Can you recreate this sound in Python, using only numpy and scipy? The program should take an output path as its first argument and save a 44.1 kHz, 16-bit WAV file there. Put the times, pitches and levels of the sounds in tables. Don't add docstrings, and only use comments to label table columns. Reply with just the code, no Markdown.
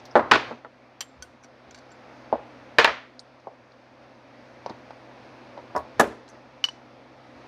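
import sys
import numpy as np
from scipy import signal
from scipy.fft import rfft, irfft, next_fast_len
from scipy.io import wavfile
from scipy.ndimage import map_coordinates

SR = 44100
rng = np.random.default_rng(int(sys.argv[2]) if len(sys.argv) > 2 else 0)


def how_loud(loudness_db):
    steps = np.asarray(loudness_db, float) / 20
    return 10 ** steps


def int16_out(signal):
    q = np.round(np.clip(np.atleast_2d(signal).T, -1, 1) * 32767)
    wavfile.write(sys.argv[1], SR, q.astype(np.int16))


N = 329427

EDGES = 27.2 * 2 ** np.arange(0, 9.4, 1 / 3)
# f/Hz, density/dB per Hz
BENCH_WOOD_CRACK = [(60, -35), (300, -12.5), (600, 4), (880, 0), (1250, -12.5), (2200, -23), (4000, -34),
                    (9000, -60.5), (16000, -88.5)]
# f/Hz, density/dB per Hz
STEEL_ON_STEEL_CRACK = [(300, -40), (800, -6), (2000, 1), (3100, -2.5), (4100, -3), (5900, -6), (7600, -9),
                        (10000, -18), (13500, -11), (16000, -28.5)]
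# f/Hz, density/dB per Hz
CAST_METAL_CRACK = [(300, -32), (700, -11), (2300, -7), (2980, -15), (3900, -4.5), (5800, -6.5),
                    (7100, -18.5), (13500, -34.5), (16000, -49)]


def at_hz(points, hz):
    table_hz, value = np.transpose(points)
    return np.interp(np.log(hz), np.log(table_hz), value)


def rms_one(x):
    return x / np.sqrt(np.mean(x ** 2) + 1e-20)


def drift(rate):
    knots = rng.standard_normal(400)
    coarse = np.arange(0, N + 64, 64)
    smooth = map_coordinates(knots, [coarse / SR * rate], order=3, mode="mirror")
    return np.interp(np.arange(N), coarse, smooth)


def band(x, low, high, order=2):
    return signal.sosfilt(signal.butter(order, [low, high], "band", fs=SR, output="sos"), x)


def causal_filter(points, tilt_db, size):
    hz = np.maximum(np.arange(size // 2 + 1) * SR / size, 20)
    level = how_loud(at_hz(points, hz))
    tilt = how_loud(tilt_db * np.log2(hz / 1500))
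    cepstrum = irfft(np.log(level * tilt / np.sqrt(np.mean(level ** 2))), size)
    cepstrum[1:size // 2] *= 2
    return np.exp(rfft(cepstrum[:size // 2], size))


def struck(hits, modes, crack, ring_db, crack_db, punch_db, contact_s):
    # f/Hz, t60/s
    clatter_t60 = [(100, 0.13), (1000, 0.077), (10000, 0.061)]
    # f/Hz, t60/s
    room_t60 = [(100, 0.66), (500, 0.39), (2000, 0.54), (5000, 0.48), (8000, 0.36), (14000, .15)]
    wobble_depth_db, wobble_grows_s = 4.5, 0.024
    out, t = np.zeros(N + SR), np.arange(2 ** 14) / SR
    low, high = EDGES[2:-2:2], EDGES[4::2]
    centres = np.sqrt(low * high)
    bank = [signal.butter(3, edges, "band", fs=SR, output="sos") for edges in zip(low, high)]
    hz, mode_db, t60 = np.transpose(modes)[:, :, None]
    rise = np.sin(np.pi / 2 * np.minimum(t / contact_s, 1)) ** 2
    swell = (1 - np.exp(-t / 0.0055)) * np.cos(np.pi / 2 * t / t[-1])
    for k, (s, peak_db, tilt_db, damping, room_db) in enumerate(hits):
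        white = rng.standard_normal((2, len(t)))

        chance_db = rng.normal(0, 3.0, hz.shape) * (k > 0)
        gain = how_loud(mode_db + chance_db + tilt_db * np.log2(hz / 1500))
        direct = how_loud(-60 * t * damping / np.minimum(t60, .35))
        reflected = swell * how_loud(room_db - 11.5 - 60 * t / at_hz(room_t60, hz))
        knots = rng.standard_normal((len(hz), 40))
        uneven = np.array([np.interp(t, np.arange(40) / 100, row) for row in knots])
        wobble_db = wobble_depth_db * np.minimum(t / wobble_grows_s, 1) * uneven
        rings = gain * (direct + reflected) * how_loud(wobble_db) * np.sin(2 * np.pi * hz * t)
        ring = how_loud(ring_db) * rise * rings.sum(axis=0) / np.sqrt(np.sum(how_loud(mode_db) ** 2))

        lumps = how_loud(3.3 * np.interp(t, np.arange(150) / 300, rng.standard_normal(150)))
        clatter = np.zeros(len(t))
        for j, f in enumerate(centres):
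            near = rise * lumps * how_loud(crack_db - 60 * t * damping / at_hz(clatter_t60, f))
            far = swell * how_loud(room_db - 60 * t / at_hz(room_t60, f))
            clatter += signal.sosfilt(bank[j], white[j % 2] * (near + far))

        colour = causal_filter(crack, tilt_db, size=len(t))
        coloured_clatter = irfft(colour * rfft(clatter))
        pulse = irfft(colour)
        punch = how_loud(punch_db) * pulse / np.abs(pulse).max()
        at = round(s * SR)
        out[at:at + len(t)] += how_loud(peak_db) * (coloured_clatter - ring - punch)
    return out[:N]


def noise_bursts(rows):
    out, t = np.zeros(N + SR), np.arange(SR // 5) / SR
    for s, peak_db, centre_hz, width_hz, t60 in rows:
        dying = rng.standard_normal(len(t)) * how_loud(-60 * t / t60)
        burst = band(dying, centre_hz - width_hz / 2, centre_hz + width_hz / 2, order=4)
        at = round(s * SR)
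        out[at:at + len(t)] += how_loud(peak_db) * burst / np.abs(burst).max()
    return out[:N]


def gain_control_db():
    # t/s, cut/dB, hold/s
    ducks = [
        (0.324, 6.5, 1.06),
        (2.79, 5.5, 1.22),
        (5.962, 3.0, 1.16),
    ]
    fall_s, recover_db_per_s = .3, 8
    t, cut = np.arange(N) / SR, np.zeros(N)
    for s, cut_db, hold_s in ducks:
        corners = np.cumsum([s, fall_s, hold_s - fall_s, cut_db / recover_db_per_s])
        cut = np.maximum(cut, np.interp(t, corners, [0, cut_db, cut_db, 0]))
    return -cut


def jolted(steady_db, column, fall_db_per_s):
    # t/s, rumble/dB, wash/dB
    jolts = [(0.2, -39, -49), (0.35, -50, -32.5), (0.481, -64, -42.5), (1.2, -49, -66), (1.48, -64, -72),
             (1.69, -56, -60), (2.04, -65, -75), (2.35, -51, -72), (2.85, -42, -71), (3.4, -67, -74),
             (4.02, -68, -55.5), (4.58, -62, -68), (4.7, -54, -47.5), (5.62, -63, -70), (5.78, -42.5, -51),
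             (6.02, -35, -37), (6.34, -67, -51), (7.37, -57, -59)]
    rise_db_per_s = 328
    t = np.arange(N // 64 + 2)[:, None] * 64 / SR
    s, peak_db = np.transpose(jolts)[[0, column]]
    away_db = np.where(t < s, rise_db_per_s * (s - t), fall_db_per_s * (t - s))
    power = np.sum(how_loud(peak_db - away_db) ** 2, axis=1)
    swell = np.interp(np.arange(N) / SR, t[:, 0], power)
    return np.sqrt(how_loud(steady_db) ** 2 + swell)


def air_and_motor():
    # f/Hz, density/dB per Hz
    air_colour = [(100, -12), (165, -20), (245, -0.5), (330, -3), (420, -8.5), (560, -2), (900, -6.5),
                  (1100, -9.5), (2500, -15.5), (2900, -21.5), (4800, -24.5), (6400, -32.5), (7200, -44),
                  (12400, -53), (12800, -85)]
    # f/Hz, level/dB against the air, width/Hz
    motor_tones = [(59.5, -19, 1.4), (125.5, -8, 1.7), (248.8, -9.5, 8.8), (513, -9, 7.84), (600, -20, 10)]
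    white, together, air = rng.standard_normal((2, N + SR)), drift(3.03), np.zeros(N)
    size = next_fast_len(N + SR, True)
    hz = np.maximum(np.arange(size // 2 + 1) * SR / size, 20)
    rush = irfft(rfft(white, size) * how_loud(at_hz(air_colour, hz)), size)[:, :N + SR]
    for k, (low, high) in enumerate(zip(EDGES[5:-2], EDGES[6:])):
        flicker_db = .5 * together + .8 * drift(9.0)
        air += how_loud(flicker_db) * band(rush[k % 2], low, min(high, 12300), order=3)[SR:]
    air = rms_one(air)
    for tone_hz, tone_db, width_hz in motor_tones:
        wander = np.cumsum(rng.standard_normal(N)) * np.sqrt(2 * np.pi * width_hz / SR)
        air += how_loud(tone_db) * np.sin(2 * np.pi * tone_hz * np.arange(N) / SR + wander)
    return jolted(-48.5 + gain_control_db(), column=2, fall_db_per_s=141) * air


def bench_rumble():
    rumble = rms_one(band(rng.standard_normal(N + SR), 61, 110)[SR:])
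    return jolted(-71 + gain_control_db(), column=1, fall_db_per_s=192) * how_loud(-3.5) * rumble


def fidgets():
    # t/s, peak/dB, centre/Hz, width/Hz, t60/s
    shifts = [(0.0, -48.5, 3970, 4040, 0.051), (0.053, -40.5, 4850, 2500, 0.08),
              (0.054, -57, 11600, 7000, .06), (0.109, -45, 5400, 900, .06), (1.427, -56, 6200, 600, 0.036),
              (1.905, -56, 5700, 900, 0.067), (2.8452, -24, 10500, 12000, 0.004),
              (3.1932, -28.5, 4500, 1300, 0.0029), (3.1932, -46, 6300, 1300, 0.039),
              (3.1932, -51, 9500, 3500, 0.019), (3.399, -58, 5000, 2500, 0.04),
              (3.719, -50, 4370, 1980, 0.037), (4.661, -41, 4130, 1200, 0.04),
              (4.6965, -39, 4700, 3800, 0.016), (4.908, -47, 3450, 3900, 0.03),
              (5.577, -48, 3000, 3000, 0.04), (5.762, -33, 5300, 700, 0.015),
              (5.762, -43.5, 8600, 9000, 0.13), (5.763, -24, 1360, 900, 0.056),
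              (5.78, -45, 4700, 1500, .05), (5.989, -53, 4500, 6000, .04), (6.279, -47, 4500, 3550, 0.028),
              (6.288, -52, 6000, 3520, 0.079), (6.297, -48, 6200, 900, 0.059)]
    return noise_bursts(shifts)


def tray_knocks():
    # t/s, peak/dB, tilt/dB per octave, damping/factor, room/dB
    hits = [
        (0.1548, 1, -1.5, 0.85, -30.5),
        (0.1595, -0.5, -0.2, 1.27, -36),
        (0.177, -10, -1, 1.5, -29),
        (0.194, -8, -1.5, 1.6, -22.5),
        (0.511, -23.5, -4, 0.93, -34.5),
        (0.648, -25, 0, 1.15, -42),
    ]
    # f/Hz, level/dB, t60/s
    modes = [(240, -4.5, 0.15), (343, -20.5, 0.09), (449, -23, 0.34), (530, -7, 0.038), (637, 11.5, 0.024),
             (860, 5.5, 0.046), (970, -6, 0.19), (1340, 4, 0.055), (1750, -3.5, 0.04), (3400, -21, 0.035),
             (6960, -51.5, .15)]
    # f/Hz, density/dB per Hz
    crack = [(60, -45.5), (230, -13.5), (600, 1.5), (1300, -3), (1900, -12), (2600, -25), (4000, -29),
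             (7000, -48.5), (11000, -60.5), (16000, -73)]
    return struck(hits, modes, crack, -7.0, -12.5, -3.5, contact_s=0.00062)


def more_fidgets():
    # t/s, peak/dB, centre/Hz, width/Hz, t60/s
    more_shifts = [(0.17, -41.5, 4500, 7000, 0.12), (6.6862, -29, 1170, 1300, 0.01),
                   (5.775, -41, 5500, 4000, 0.03), (1.7095, -45, 2500, 3800, 0.015),
                   (6.6405, -43, 14200, 2500, 0.03), (0.313, -37.5, 12000, 5500, 0.029),
                   (5.763, -42, 6800, 900, 0.03), (6.641, -24.5, 1520, 2100, 0.009),
                   (3.195, -39, 4700, 1700, 0.045), (3.197, -53.5, 8600, 2000, 0.08),
                   (4.661, -41, 5500, 1100, 0.033), (4.698, -40, 4300, 1500, 0.045),
                   (4.908, -39, 1200, 1400, 0.06), (5.998, -25, 1340, 1400, 0.07)]
    return noise_bursts(more_shifts)


def edge_clicks():
    # t/s, peak/dB, centre/Hz, width/Hz, t60/s
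    clicks = [(2.7845, -32, 9500, 12000, .005), (2.7872, -34, 9500, 12000, .005),
              (2.8475, -42, 11000, 10000, .006), (0.34, -48, 5000, 6000, .01),
              (6.288, -45, 5500, 3500, .012), (6.29, -60, 9000, 4500, 0.11), (5.701, -40, 830, 1000, .04),
              (4.661, -42, 3800, 4500, 0.0074), (5.572, -40, 700, 810, .03), (5.598, -40, 700, 900, .02),
              (5.748, -36, 720, 900, .02), (0.272, -33.5, 1250, 400, .06), (1.006, -35.5, 920, 870, .02),
              (1.012, -41, 3100, 500, .07), (2.8452, -18, 5000, 5000, 0.0037),
              (6.687, -49, 7500, 5000, .03), (6.009, -20, 1100, 1800, .008)]
    return noise_bursts(clicks)


def latch_snap():
    # t/s, peak/dB, tilt/dB per octave, damping/factor, room/dB
    snap = [
        (0.313, 0, 0.64, 1.75, -22.5),
        (0.335, -10, 0.18, 0.68, -37),
        (0.354, -8, -1.2, 1.92, -24),
    ]
    # t/s, peak/dB, tilt/dB per octave, damping/factor, room/dB
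    chatter = [
        (0.323, -13, -0.5, 0.81, -32),
        (0.3165, -6.5, 0, 2.3, -29.5),
    ]
    # f/Hz, level/dB, t60/s
    modes = [(250, -18.5, 0.13), (458, -2, 0.2), (525, 0.5, 0.029), (790, -3, 0.11), (1360, -6.5, 0.082),
             (1476, 5, 0.0795), (1849, -14, .06), (2330, -25, .08), (2600, -17.5, 0.031),
             (2540, -11, 0.025)]
    # f/Hz, density/dB per Hz
    crack = [(60, -40.5), (280, -4), (800, 4), (1500, 3.5), (2500, -1), (4500, -9), (7000, -24.5),
             (11000, -48), (16000, -50)]
    return (struck(snap, modes, crack, -9, -5.5, -3, contact_s=0.00035)
            + struck(chatter, modes, crack, -3.0, -5.5, -12.5, contact_s=0.00074))


def socket_seats():
    # t/s, peak/dB, tilt/dB per octave, damping/factor, room/dB
    seating = [
        (1.0068, -26, 1.27, 1.09, -35),
    ]
    # t/s, peak/dB, tilt/dB per octave, damping/factor, room/dB
    home = [
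        (1.0105, -27, -1.5, 1.2, -41),
        (1.022, -37, -3, 1.4, -38),
    ]
    # f/Hz, level/dB, t60/s
    modes = [(900, -2, 0.016), (1873, -2.5, 0.043), (2280, -13, .09), (2720, -14, 0.066), (3020, -8, 0.083),
             (3160, 0.5, 0.077), (3500, -11, .065), (4613, -3.5, 0.055), (5146, -15, .06),
             (5770, 5.5, 0.035), (5970, -2, 0.045), (7380, 1.5, 0.042), (7407, -21, 0.28),
             (9020, -17.5, 0.11)]
    return (struck(seating, modes, STEEL_ON_STEEL_CRACK, 1.6, -10.5, -14.5, contact_s=0.0004)
            + struck(home, modes, STEEL_ON_STEEL_CRACK, 1.6, -12.5, -24, contact_s=0.0013))


def bolt_tick():
    # t/s, peak/dB, tilt/dB per octave, damping/factor, room/dB
    tick = [
        (1.2237, -27.5, 1.15, 1.52, -35),
    ]
    # f/Hz, level/dB, t60/s
    modes = [(1494, 0.5, 0.1), (2200, -12, .07), (3220, -3, 0.053), (4580, -2, 0.058), (5600, -4, 0.059),
             (5980, 2.5, 0.041), (6200, -3, 0.055), (7350, -10, .06), (9000, -14.5, 0.13),
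             (10800, -24, .05)]
    return struck(tick, modes, STEEL_ON_STEEL_CRACK, -3.5, -24, -18, contact_s=0.00034)


def pawl():
    # t/s, peak/dB, tilt/dB per octave, damping/factor, room/dB
    ticks = [
        (1.4364, -43, 1.2, 1.2, -35),
        (1.444, -43, 1.1, 1.1, -31),
    ]
    slip = [
        (1.709, -39, 0.5, 1.1, -30),
    ]
    catch = [
        (1.7453, -36.5, 0.5, 0.95, -30),
        (1.7767, -44, 0, 1.4, -32),
        (1.7864, -45, 1.9, 1.3, -38),
    ]
    release = [
        (1.9157, -43, 0.5, 0.86, -33),
    ]
    # f/Hz, level/dB, t60/s
    loose = [(1500, 8, 0.04), (2270, 5, 0.033), (2940, -3, 0.03), (4550, -5, 0.03), (5650, 4, 0.035),
             (5970, 4, 0.03), (7270, -1, 0.025), (8980, -11, 0.03)]
    held = [(1510, 2, .03), (3350, -8, .025), (4520, -1, .03), (5600, 0, .025), (5990, 4, .035),
            (6660, 1, .03), (7310, -3, .03), (11400, -22, .03)]
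    seated = [(1530, 5, 0.033), (2280, 4, .04), (2810, -1, .03), (4520, 3.5, 0.053), (5650, -3, .03),
              (5990, -2, .03), (6290, 1, .025), (7360, -4, .03), (9300, -20, .03)]
    free = [(1500, 9, 0.073), (4550, -2, .035), (5400, -6, .03), (6300, -6, .03), (7300, 3, .05),
            (7600, -4, .03), (10400, -22, .03)]
    return (struck(ticks, loose, CAST_METAL_CRACK, -2.5, -18.5, -20, contact_s=0.00083)
            + struck(slip, held, CAST_METAL_CRACK, -3.0, -18.0, -18, contact_s=0.0005)
            + struck(catch, seated, CAST_METAL_CRACK, -2.5, -16.0, -18, contact_s=0.0005)
            + struck(release, free, CAST_METAL_CRACK, -2.5, -18.5, -24, contact_s=0.003))


def socket_set_down():
    # t/s, peak/dB, tilt/dB per octave, damping/factor, room/dB
    landings = [
        (2.3266, -6, -0.26, 1.06, -29.5),
        (3.4705, -22.5, -1.8, 1.63, -29.5),
    ]
    # t/s, peak/dB, tilt/dB per octave, damping/factor, room/dB
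    rocks = [
        (2.3395, -24.5, 0, 1.6, -38),
        (2.3565, -23.5, 0, 2.2, -40),
    ]
    # f/Hz, level/dB, t60/s
    modes = [(244, -13, 0.099), (311, -15.5, 0.1), (483, -23, 0.16), (572, -6, 0.11), (658, 3.5, 0.056),
             (763, -2, 0.056), (833, 9.5, 0.023), (940, -11.5, 0.094), (1064, -12, 0.088),
             (1220, -27, 0.07), (1460, -20, 0.04)]
    return (struck(landings, modes, BENCH_WOOD_CRACK, 2.9, -19.5, -11, contact_s=0.0023)
            + struck(rocks, modes, BENCH_WOOD_CRACK, 1.5, -17, -7, contact_s=0.0012))


def ratchet_drop():
    # t/s, peak/dB, tilt/dB per octave, damping/factor, room/dB
    drop = [
        (2.7845, 2, -0.5, 1.6, -29.5),
        (2.793, -4, 1, 1.26, -21),
        (2.8015, -8, -1, 1.5, -21),
        (2.812, -8.5, -4, 3, -20.5),
        (2.845, 1, 0, 1.36, -33),
        (2.8755, -8, -3.5, 1.5, -27),
        (2.897, -31.5, -8, 0.9, -22),
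    ]
    # t/s, peak/dB, tilt/dB per octave, damping/factor, room/dB
    settles = [
        (2.820, -16, 0, 2.4, -29),
        (2.855, -10, -1, 1.9, -25.5),
        (2.893, -19, -4, 1.5, -35),
        (5.9945, -16.5, -4.5, 2.4, -40),
        (6.040, -21.5, -5.5, 1.1, -35),
    ]
    # f/Hz, level/dB, t60/s
    modes = [(459, 5.5, 0.072), (615, 13, 0.045), (722, -4, 0.1), (910, 3, 0.098), (1090, 1.5, 0.06),
             (1243, 3, 0.13), (1565, -7, 0.16), (1730, 13, 0.075), (1960, 2, 0.11), (2400, 4, 0.11),
             (3040, -20, 0.11), (3900, -3, .06)]
    # f/Hz, density/dB per Hz
    crack = [(60, -56), (250, -20.5), (600, -2.5), (1700, 0.5), (3000, -5), (5000, -13.5), (7000, -26.5),
             (9000, -39.5), (16000, -52.5)]
    return (struck(drop, modes, crack, -5.5, -10.5, -6.0, contact_s=0.00075)
            + struck(settles, modes, crack, -10.0, -12.0, -4.5, contact_s=0.00051))


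def bench_knocks():
    # t/s, peak/dB, tilt/dB per octave, damping/factor, room/dB
    hits = [
        (4.6618, -15, 1.5, 1.6, -35),
        (4.6965, -25.5, -2, 1.2, -43),
        (4.7055, -31, -7, 2.6, -40),
        (4.9065, -25.5, 3.5, 2.5, -36),
        (5.5765, -26, 1.5, 1.2, -29),
        (5.701, -40, -6, 1.5, -30),
    ]
    # f/Hz, level/dB, t60/s
    modes = [(244, -17, 0.13), (314, -10.5, 0.09), (466, -21, 0.093), (580, -25, 0.26), (625, -30, 0.039),
             (700, 4.5, 0.018), (760, -23, 0.072), (884, -8, 0.099), (950, -13.5, 0.19), (1102, -18, 0.22),
             (1500, -17, 0.073)]
    return struck(hits, modes, BENCH_WOOD_CRACK, -1.5, -18, -7, contact_s=0.0012)


def handle_knocks():
    # t/s, peak/dB, tilt/dB per octave, damping/factor, room/dB
    hits = [
        (5.7515, -13, -2, 1.5, -31),
        (5.7625, -8.5, -1.5, 1.5, -31.5),
        (5.7715, -30, 2, 1.7, -31),
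        (5.805, -27, -0.84, 2.2, -38),
    ]
    # t/s, peak/dB, tilt/dB per octave, damping/factor, room/dB
    rocks = [
        (5.777, -28, 0, 1.5, -32),
        (5.790, -29, 0, 1.5, -35),
    ]
    # f/Hz, level/dB, t60/s
    modes = [(294, -8.5, 0.093), (443, -2, 0.076), (620, -9, 0.2), (746, -1, 0.05), (890, 5, 0.036),
             (968, 0, 0.13), (1105, -3.5, 0.18), (1170, -7, 0.1), (1456, -5.5, 0.06), (1660, -9, 0.082),
             (1820, -20, 0.092)]
    return (struck(hits, modes, BENCH_WOOD_CRACK, -5.5, -17.5, -5.5, contact_s=0.0026)
            + struck(rocks, modes, BENCH_WOOD_CRACK, -1.5, -18, -12, contact_s=0.00057))


def ratchet_laid():
    # t/s, peak/dB, tilt/dB per octave, damping/factor, room/dB
    hits = [
        (5.9972, -1, -0.74, 0.95, -31),
        (6.0035, -13, 3, 3.6, -39),
        (6.009, -10, 1.5, 2.4, -29),
        (6.075, -31.5, -2.5, 1.2, -24),
        (6.12, -37.5, -4, 1.4, -31),
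    ]
    # f/Hz, level/dB, t60/s
    modes = [(235, -7, 0.13), (285, -10.5, 0.079), (318, -19, 0.31), (400, -17.5, 0.32), (450, -22, 0.46),
             (600, 0.5, 0.05), (920, -12, 0.07), (1410, -8, 0.04), (1722, -1, 0.053), (3430, -18, 0.082),
             (3790, -23, 0.088), (6030, -26, 0.088), (8900, -30, 0.054), (11940, -37, .16)]
    # f/Hz, density/dB per Hz
    crack = [(60, -44), (170, -18), (600, 5.5), (1700, -5.5), (2400, -15.5), (4000, -21.5), (7000, -21),
             (12000, -27), (15500, -36), (17000, -71.5)]
    return struck(hits, modes, crack, -5, -8.5, 0, contact_s=0.0015)


def housing_taps():
    # t/s, peak/dB, tilt/dB per octave, damping/factor, room/dB
    tap = [
        (6.6405, -15.5, 0.6, 1.22, -35.5),
    ]
    # t/s, peak/dB, tilt/dB per octave, damping/factor, room/dB
    bounce = [
        (6.6868, -29, -1.5, 1.25, -36),
    ]
    # f/Hz, level/dB, t60/s
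    modes = [(1044, -6, 0.025), (2137, -18, .05), (2967, 8, 0.071), (2995, 1, .075), (2982, -25, 0.35),
             (5800, -28, 0.29), (3800, -25, .06), (4400, -4.5, 0.049), (4624, -12, 0.06), (5530, -9, 0.05),
             (5760, -6, 0.051), (5860, -13, 0.038), (8500, -36, .05), (8995, -35, 0.059)]
    return (struck(tap, modes, CAST_METAL_CRACK, 3.1, -14.5, -7.0, contact_s=0.00031)
            + struck(bounce, modes, CAST_METAL_CRACK, 2.2, -19.0, -11.0, contact_s=0.0003))


def scene():
    shop = air_and_motor() + bench_rumble()
    small_parts = fidgets() + more_fidgets() + edge_clicks()
    tray = tray_knocks() + latch_snap()
    steel = socket_seats() + bolt_tick() + pawl() + housing_taps()
    bench = socket_set_down() + ratchet_drop() + bench_knocks() + handle_knocks() + ratchet_laid()
    return (shop + small_parts + tray + steel + bench)[None]


def roll_off(x):
    return signal.sosfilt(signal.butter(12, 16510, fs=SR, output="sos"), x)


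def record(dry):
    top, bass_cut_hz, treble_cut_hz = .88, 55, 17200
    rounded = dry / (1 + (dry / top) ** 4) ** (1 / 4)
    thin = signal.sosfilt(signal.butter(3, bass_cut_hz, "high", fs=SR, output="sos"), rounded)
    mix = signal.sosfilt(signal.cheby2(10, 60, treble_cut_hz, fs=SR, output="sos"), thin)
    return roll_off(mix)


dry = scene()
out = record(dry)
int16_out(out)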